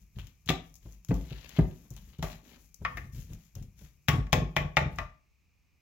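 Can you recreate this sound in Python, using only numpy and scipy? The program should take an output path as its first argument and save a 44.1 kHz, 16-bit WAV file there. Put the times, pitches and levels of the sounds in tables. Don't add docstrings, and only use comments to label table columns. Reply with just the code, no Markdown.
import sys
import numpy as np
from scipy import signal
from scipy.fft import rfft, irfft, next_fast_len
from scipy.io import wavfile
from scipy.ndimage import map_coordinates

SR = 44100
rng = np.random.default_rng(int(sys.argv[2]) if len(sys.argv) > 2 else 0)


def master_out(mix):
    frames = np.transpose(np.atleast_2d(mix))
    ceiling = np.clip(frames, -1, 1)
    pcm = np.round(ceiling * 32767).astype(np.int16)
    wavfile.write(sys.argv[1], SR, pcm)


N = 256215

# (time [s], length [s], flour hiss [dB], wet squish [dB], rub on the wall [dB],
# shaking of the bowl [dB])
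STROKES = [(-.02, 0.034, -70.5, -80, -90, -53.5), (0.142, 0.13, -69.5, -69, -80, -49.5),
           (0.605, 0.098, -71.5, -91, -95, -52.5), (0.798, 0.15, -68.5, -74.5, -72, -56.5),
           (1.121, 0.15, -65.5, -64.5, -79, -46.5), (1.27, 0.32, -66.5, -58.5, -67, -59.5),
           (1.55, 0.31, -68.5, -74, -67.5, -58.5), (1.886, 0.22, -68.5, -72.5, -82, -52),
           (2.211, 0.11, -57, -56.5, -61, -44.5), (2.418, 0.13, -66, -64.5, -59, -64),
           (2.565, 0.094, -67.5, -82, -83, -66.5), (2.788, 0.27, -72, -74.5, -63, -41),
           (3.114, 0.099, -58, -63.5, -78, -43), (3.272, 0.059, -67, -66.5, -60.5, -41.5),
           (3.366, 0.093, -68.5, -75, -90.5, -117), (3.539, 0.088, -78, -74.5, -76, -39.5),
           (3.756, .1, -65.5, -68.5, -85, -50), (4.897, 0.12, -75, -69, -86, -43)]
# (time [s], pitch [Hz], thud [dB], slap of the base [dB])
THUDS = [(0.167, 124, -40.5, -59.5), (0.466, 115, -47.5, -69), (0.491, 156.4, -30, -32),
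         (.854, 111, -49, -57), (1.092, 124, -29, -49), (1.109, 172.2, -28.5, -30),
         (1.314, 133.4, -40, -50.5), (1.586, 158.2, -22, -28), (1.909, 124, -43.5, -59.5),
         (2.189, 144, -38, -53), (2.227, 154.3, -33.5, -44.5), (2.815, 114, -48, -51.5),
         (2.97, 127, -57, -51.5), (3.133, 140.6, -49.5, -77), (3.561, 115, -43.5, -55.5),
         (3.614, 133, -44.5, -63), (3.81, 120.7, -57, -62.5), (4.984, 151.3, -46, -52.5)]
# (time [s], pitch [Hz], first thud [dB], time between landings [s])
ROCKINGS = [(4.086, 134, -26.5, 0.048), (4.329, 149, -25.5, 0.045), (4.565, 151.6, -33.5, 0.041),
            (4.77, 144.7, -31, 0.044)]
# (time [s], smack [dB], tick [dB], length [s])
CRUMBS = [(.187, -50.5, -61, 0.015), (0.27, -61, -58.5, 0.0029), (0.46, -66, -57.5, 0.018),
          (0.477, -49, -61, 0.031), (.7415, -87, -58, 0.00042), (0.755, -71, -55, 0.009),
          (1.048, -66, -54, .0005), (1.086, -56, -56, 0.017), (1.142, -60, -53, 0.011),
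          (1.306, -55, -69.5, 0.0046), (1.325, -50, -68, 0.0025), (1.446, -55.5, -71, .003),
          (1.4927, -56, -51, .0005), (1.564, -48, -59.5, 0.017), (1.711, -63.5, -73, 0.0012),
          (1.905, -72, -52.5, 0.0043), (1.965, -58, -54.5, 0.0079), (2.13, -62, -92, 0.011),
          (2.185, -63.5, -64, 0.014), (2.744, -73.5, -51.5, 0.00094), (3.334, -61, -56, .006),
          (3.553, -62.5, -51.5, .005), (3.626, -66, -60.5, 0.0065), (4.96, -80, -61, 0.00089)]
# (time [s], clack [dB], edge [dB], fizz before FIZZ_LIFT_DB [dB], nominal skid [s],
# free ring against the crack [dB], pitch of the struck spot [Hz], hollow body [dB])
KNOCKS = [(.489, -35.5, -36.5, -57, 0.0057, -7.5, 3380, -2),
          (.493, -35, -33.5, -53.5, 0.007, -30, 2430, -5), (.503, -36.5, -41.5, -56, 0.005, -15, 1170, 3.5),
          (1.108, -45.5, -74, -77, .0007, -2.5, 663, -1.5),
          (1.589, -42.5, -65.5, -68, .002, -13.5, 800, 3.5), (2.226, -39.5, -47.5, -55, 0.021, -5, 658, -1),
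          (2.85, -31.5, -49, -77, .002, -4.5, 1210, -12), (2.971, -43.5, -57, -65, .0087, -5, 1840, -12),
          (4.084, -28.5, -35, -44.5, .0051, -3, 2710, -0.5), (4.268, -59, -71, -84.5, .001, -3.5, 1500, 0),
          (4.329, -25.5, -32, -44.5, .003, -3, 2400, 6), (4.565, -27.5, -38, -52, .0057, -4.5, 2290, 5),
          (4.769, -23, -36, -54, .0014, -7, 2200, 3.5), (4.986, -36.5, -51.5, -67, .0027, -3, 1780, -2)]
# (frequency [Hz], level [dB], t60 [s])
BOWL_MODES = [(502, -4, 0.29), (619, 2, 0.16), (687, 0.5, 0.094), (861.5, 0.5, 0.14), (1099, -0.5, 0.17),
              (1175.4, 1.5, 0.18), (1405, 0, 0.075), (1794, -2.5, 0.12), (1990, -5.5, 0.073),
              (2404, 4, 0.02), (2442, 1, 0.04), (2550, -2.5, 0.059), (2850, -8, 0.07)]
# (frequency [Hz], share [1])
HOLLOW_SHARE = [(200, 0), (450, 0.97), (800, 1), (1150, 0.14)]

# (frequency [Hz], level [dB])
RUMBLE_COLOUR = [(20, -28.5), (35, 0.5), (50, 12.5), (100, -2), (160, 0.5), (240, -17), (500, -31),
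                 (1000, -57.5), (4000, -49.5)]
SQUISH_COLOUR = [(200, -12), (600, -4.5), (1200, -7), (1900, -0.5), (3200, -1), (4500, -5.5), (7000, -17),
                 (8500, -37), (16000, -28.5)]
FIZZ_COLOUR = [(3000, -19.5), (6000, 4), (7300, 3), (8400, -15), (9800, -7), (11500, -0.5), (15500, -1.5)]
DOUGH_COLOUR = [(100, -14), (220, 11), (500, -8), (800, -13), (1200, -13), (2500, -29.5), (6000, -48)]
BOOM_COLOUR = [(20, -41.5), (35, -29.5), (47, 5), (80, 0.5), (100, -1), (130, -17.5), (250, -36),
               (800, -69)]
SLAP_COLOUR = [(80, -14.5), (240, -1.5), (380, 0), (540, -6.5), (750, -12), (1100, -21), (2500, -35),
               (6000, -74.5)]
SMACK_COLOUR = [(600, -3.5), (1700, -8.5), (3000, 0.5), (4200, -3.5), (8000, -43)]
SNAP_COLOUR = [(3000, -25.5), (5500, 2.5), (7000, 6), (8400, -14), (10000, -8.5), (13000, -2),
               (15500, -3.5)]
CLACK_COLOUR = [(200, -44.5), (480, -13.5), (630, 4), (1000, -5), (1170, 1.5), (1400, -9), (2000, 0),
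                (2450, -3.5), (3000, -11.5), (4000, -20.5), (7000, -54)]
EDGE_COLOUR = [(1500, -24), (3400, 1.5), (4500, -8), (5500, -5), (7200, -11), (8300, -27.5), (11000, -43)]

# (frequency [Hz], level [dB])
TONE_COLOUR = [(15, -29), (25, -11), (56, 4), (145, -10), (560, -29.5), (1070, -29), (1230, -26.5),
               (1400, -33), (1940, -28.5), (2410, -17), (3250, -34), (6210, -30), (9070, -43), (16000, -36)]
# (frequency [Hz], left over right [dB])
LEFT_OVER_RIGHT = [(50, 3.5), (200, 1), (600, 3), (1200, 7), (2200, 11), (4500, 17), (15000, 15.5)]
# (frequency [Hz], t60 [s])
ROOM_DECAY = [(60, 0.17), (150, 0.37), (600, 0.36), (2000, 0.33), (6000, 0.29), (13000, 0.19)]
# (frequency [Hz], level [dB])
ROOM_LEVEL = [(50, -5.5), (150, -2), (300, -7), (700, -4), (2000, -8), (6000, -9), (13000, -7)]

TOP_HZ = 16100
T = np.arange(SR // 2) / SR
ATTACK = int(.035 * SR)
STROKE_RISE_S, STROKE_FALL_DB_PER_S = 0.039, 223
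HOLD_END_S, HOLD_SHAKE_DB, HOLD_FLOUR_DB = 5.0, -67.5, -78.5
CRUMBLE_PER_S, CRUMBLE_DB, CRUMBLE_SPREAD_DB = 20, -4, 3.5
BOOM_DB, BOOM_AT_DB, BOOM_GROWS = -32, -27.5, 0.82
ROCK_LOSS_DB, ROCK_SLAP_DB, ROCK_SOFTENS_DB = 1.5, -8.5, 2
BITE_HZ, BARE_FIZZ_DB, BITE_GROWS = 3400, -12.5, .6
BRIEF_SKID_S, SKID_DULLS_DB = 0.0033, 2
FIZZ_LIFT_DB = 4.0


def amp(db):
    return 10 ** (np.asarray(db) / 20)


def unit(x):
    return x / np.sqrt(np.mean(x ** 2) + 1e-20)


def along(points, hz):
    f, v = np.transpose(points)
    return np.interp(np.log(hz + 1), np.log(f + 1), v)


def filtered(x, response):
    size = next_fast_len(N + SR // 2)
    hz = np.fft.rfftfreq(size, 1 / SR)
    return irfft(rfft(x, size) * response(hz), size)[..., :N]


def causal(points, size=8192):
    level_db = along(points, np.fft.rfftfreq(size, 1 / SR))
    cepstrum = irfft(np.log(amp(level_db)))
    cepstrum[1:size // 2] *= 2
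    cepstrum[size // 2 + 1:] = 0
    return irfft(np.exp(rfft(cepstrum)))


def through(x, response):
    return signal.fftconvolve(np.atleast_2d(x), np.atleast_2d(response), axes=1)[:, :x.shape[-1]]


def at_level(x, db, size=ATTACK):
    onset = x.mean(0)[:size]
    return amp(db) * x / np.sqrt(np.mean(onset ** 2) + 1e-20)


def pair(apart, size):
    common = rng.standard_normal(size)
    return unit(common + apart * rng.standard_normal((2, size)))


def impact(x, spike):
    x /= np.linalg.norm(x[0])
    x[:, 0] += spike
    return x


def burst(t60, spike, apart):
    return impact(pair(apart, len(T)) * amp(-60 * T / t60), spike)


def skidding(t60, skid, spike, apart, grit_db):
    slip_noise = rng.standard_normal(len(T) // 50 + 4)
    slips = amp(grit_db * map_coordinates(slip_noise, [np.arange(len(T)) / 50]))
    vibration = pair(apart, len(T)) * slips * amp(-60 * T / (t60 + 7 * skid))
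    return impact(vibration, spike * np.exp(-skid / 0.021))


def add(track, s, x):
    start = max(round(s * SR), 0)
    track[:, start:start + x.shape[-1]] += x[:, :max(N - start, 0)]


def room_tone():
    return unit(filtered(pair(0.9, N), lambda hz: amp(along(TONE_COLOUR, hz))))


def stroke(start, length):
    t = np.arange(N) / SR - start
    release = amp(-STROKE_FALL_DB_PER_S * np.maximum(t - length, 0))
    return np.clip(t / STROKE_RISE_S, 0, 1) * release


def effort():
    power = sum(np.outer(amp(levels), stroke(s, length)) ** 2 for s, length, *levels in STROKES)
    return np.sqrt(power)


def wobble(rate_hz):
    values = rng.standard_normal(int(N * rate_hz / SR) + 4)
    return map_coordinates(values, [np.arange(N) * rate_hz / SR])


def grains(colour, clump_hz, clump_db, apart):
    clumps = np.clip(wobble(clump_hz), -2, 2.5)
    surges = .35 * wobble(clump_hz / 8)
    return unit(through(pair(apart, N) * amp(clump_db * (clumps + surges)), causal(colour)))


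def crumble(gain, colour, size=350):
    chance, scatter = rng.random(N), rng.standard_normal(N)
    sizes = amp(CRUMBLE_DB + CRUMBLE_SPREAD_DB * np.clip(scatter, -2, 2))
    breaks = (chance < CRUMBLE_PER_S / SR) * gain * sizes
    snap = through(burst(t60=.012, spike=1.5, apart=0.58), causal(colour))
    return through(breaks, at_level(snap, 0, size))


def stirring():
    hiss, wet, rub, shake = effort()
    held = stroke(0, HOLD_END_S)
    trembling = np.hypot(shake, amp(HOLD_SHAKE_DB) * held)
    trickling = np.hypot(hiss, amp(HOLD_FLOUR_DB) * held)
    rumble = trembling * grains(RUMBLE_COLOUR, clump_hz=42.86, clump_db=3.0, apart=0.035)
    squish = wet * grains(SQUISH_COLOUR, clump_hz=276, clump_db=3.5, apart=0.98)
    flour = trickling * grains(FIZZ_COLOUR, clump_hz=620, clump_db=2.5, apart=.7)
    drag = rub * grains(DOUGH_COLOUR, clump_hz=109, clump_db=4, apart=.3)
    small_crumbs = crumble(wet, SMACK_COLOUR) + crumble(hiss, SNAP_COLOUR)
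    return rumble + squish + flour + drag + small_crumbs


def landings(count=3):
    rows = []
    for s, hz, thud_db, gap in ROCKINGS:
        for k in range(count):
            slap_db = thud_db + ROCK_SLAP_DB - k * (ROCK_LOSS_DB + ROCK_SOFTENS_DB)
            rows.append((s + k * gap, hz, thud_db - k * ROCK_LOSS_DB, slap_db))
    return rows


def swing(hz, swell_s):
    return (T * np.exp(-T / swell_s) * np.sin(2 * np.pi * hz * T))[None]


def thuds(rise_s=0.0055, overtone=1.56, base_rise_s=0.0071, base_db=-2):
    out = np.zeros((2, N))
    boom, slap = causal(BOOM_COLOUR), causal(SLAP_COLOUR)
    for s, hz, thud_db, slap_db in THUDS + landings():
        add(out, s, at_level(swing(hz, rise_s), thud_db))
        boom_db = BOOM_DB + BOOM_GROWS * (thud_db - BOOM_AT_DB)
        add(out, s, at_level(through(burst(t60=0.12, spike=0.59, apart=0.2), boom), boom_db))
        soft_burst = burst(t60=0.11, spike=0, apart=0.23) * (1 - np.exp(-T / 0.0019))
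        squash = at_level(through(soft_burst, slap), 0)
        base = at_level(swing(overtone * hz, base_rise_s), base_db)
        add(out, s, at_level(squash + base, slap_db))
    return out


def crumbs(size=350):
    out = np.zeros((2, N))
    smack, snap = causal(SMACK_COLOUR), causal(SNAP_COLOUR)
    for s, smack_db, tick_db, length in CRUMBS:
        parting = skidding(t60=0.022, skid=length, spike=0.34, apart=0.23, grit_db=8.0)
        add(out, s, at_level(through(parting, smack), smack_db, size))
        breaking = skidding(t60=0.019, skid=length, spike=1.1, apart=1.0, grit_db=4)
        add(out, s, at_level(through(breaking, snap), tick_db, size))
    return out


def favour(hz, spot_hz, body_db, slope_db=4, peak_db=6, octaves=0.094):
    distance = np.abs(np.log2(hz / spot_hz))
    peak = peak_db * np.exp(-(distance / octaves) ** 2)
    return peak - slope_db * distance + body_db * along(HOLLOW_SHARE, hz)


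def edge_colour(edge_db, fizz_db, skid):
    flour_tilt = BITE_GROWS * (fizz_db - edge_db - BARE_FIZZ_DB)
    tilt = flour_tilt - SKID_DULLS_DB * np.log2(skid / BRIEF_SKID_S)
    return causal([(f, db + tilt * max(np.log2(f / BITE_HZ), 0)) for f, db in EDGE_COLOUR])


def wall_ring(spot_hz, body_db):
    hz, mode_db, t60 = np.transpose(BOWL_MODES)[:, :, None]
    scatter_db = rng.normal(0, 5.1, (2, *hz.shape))
    strength = amp(mode_db + favour(hz, spot_hz, body_db) + scatter_db)
    phase = rng.uniform(0, 2 * np.pi, hz.shape) + rng.normal(0, 0.67, strength.shape)
    tuning = 1 + rng.normal(0, 0.0094, hz.shape)
    modes = strength * amp(-60 * T / t60) * np.sin(2 * np.pi * hz * tuning * T + phase)
    return modes.sum(1) * (1 - np.exp(-T / 0.0011))


def knocks(brush_db=-21, lead_s=.005):
    out = np.zeros((2, N))
    fizz = causal(FIZZ_COLOUR)
    for s, clack_db, edge_db, fizz_db, skid, free_db, spot_hz, body_db in KNOCKS:
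        ring = at_level(wall_ring(spot_hz, body_db), free_db)
        clack = causal([(f, db + favour(f, spot_hz, body_db)) for f, db in CLACK_COLOUR])
        hit = skidding(t60=0.049, skid=skid, spike=0.59, apart=0.35, grit_db=-1.5)
        crack = at_level(through(hit, clack), 0)
        add(out, s, at_level(ring + crack, clack_db))
        edge = edge_colour(edge_db, fizz_db, skid)
        bite = skidding(t60=0.02, skid=0.44 * skid, spike=0.51, apart=0.64, grit_db=5.5)
        add(out, s, at_level(through(bite, edge), edge_db))
        spray = skidding(t60=0.017, skid=.8 * skid, spike=0.75, apart=2.5, grit_db=-2.5)
        add(out, s, at_level(through(spray, fizz), fizz_db + FIZZ_LIFT_DB))
        brush = through(burst(t60=0.081, spike=0, apart=.8), edge)
        add(out, s - lead_s, at_level(brush, edge_db + brush_db))
    return out


def echo_tail():
    hz, t, z = signal.stft(rng.standard_normal((2, SR * 3 // 4)), SR, nperseg=512)
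    t60 = along(ROOM_DECAY, hz)[:, None]
    width = np.minimum(hz / 900, 1)[:, None]
    z = np.array([z[0] + width * z[1], z[0] - width * z[1]])
    decay = amp(-60 * t / t60) * np.sqrt(2 * np.log(1000) / (t60 * SR))
    colour = amp(along(ROOM_LEVEL, hz))[:, None]
    tail = signal.istft(z * decay * colour, SR, nperseg=512)[1]
    return tail * (1 - np.exp(-np.arange(tail.shape[1]) / SR / 0.0027))


def kitchen(x, count=14):
    out = np.zeros((2, N))
    edges = np.linspace(0, N, count + 1).astype(int)
    for start, end in zip(edges, edges[1:]):
        add(out, start / SR, signal.fftconvolve(x[:, start:end], echo_tail(), axes=1))
    return out


def sideways(x, share, lag):
    def response(hz):
        ratio = amp(share * along(LEFT_OVER_RIGHT, hz))
        return 2 * np.array([ratio, np.exp(2j * np.pi * hz * lag)]) / (1 + ratio)
    return filtered(x, response)


def scene():
    inside = stirring() + thuds() + crumbs()
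    wall = knocks()
    near = sideways(wall, share=0.67, lag=.00007) + sideways(inside, share=1.0, lag=.00008)
    echoes = sideways(amp(-0.5) * kitchen(wall + inside), share=0.57, lag=.00008)
    return near + echoes + amp(-69.5) * room_tone()


def record(dry):
    return filtered(dry, lambda hz: 1 / (1 + (hz / TOP_HZ) ** 120))


dry = scene()
out = record(dry)
master_out(out)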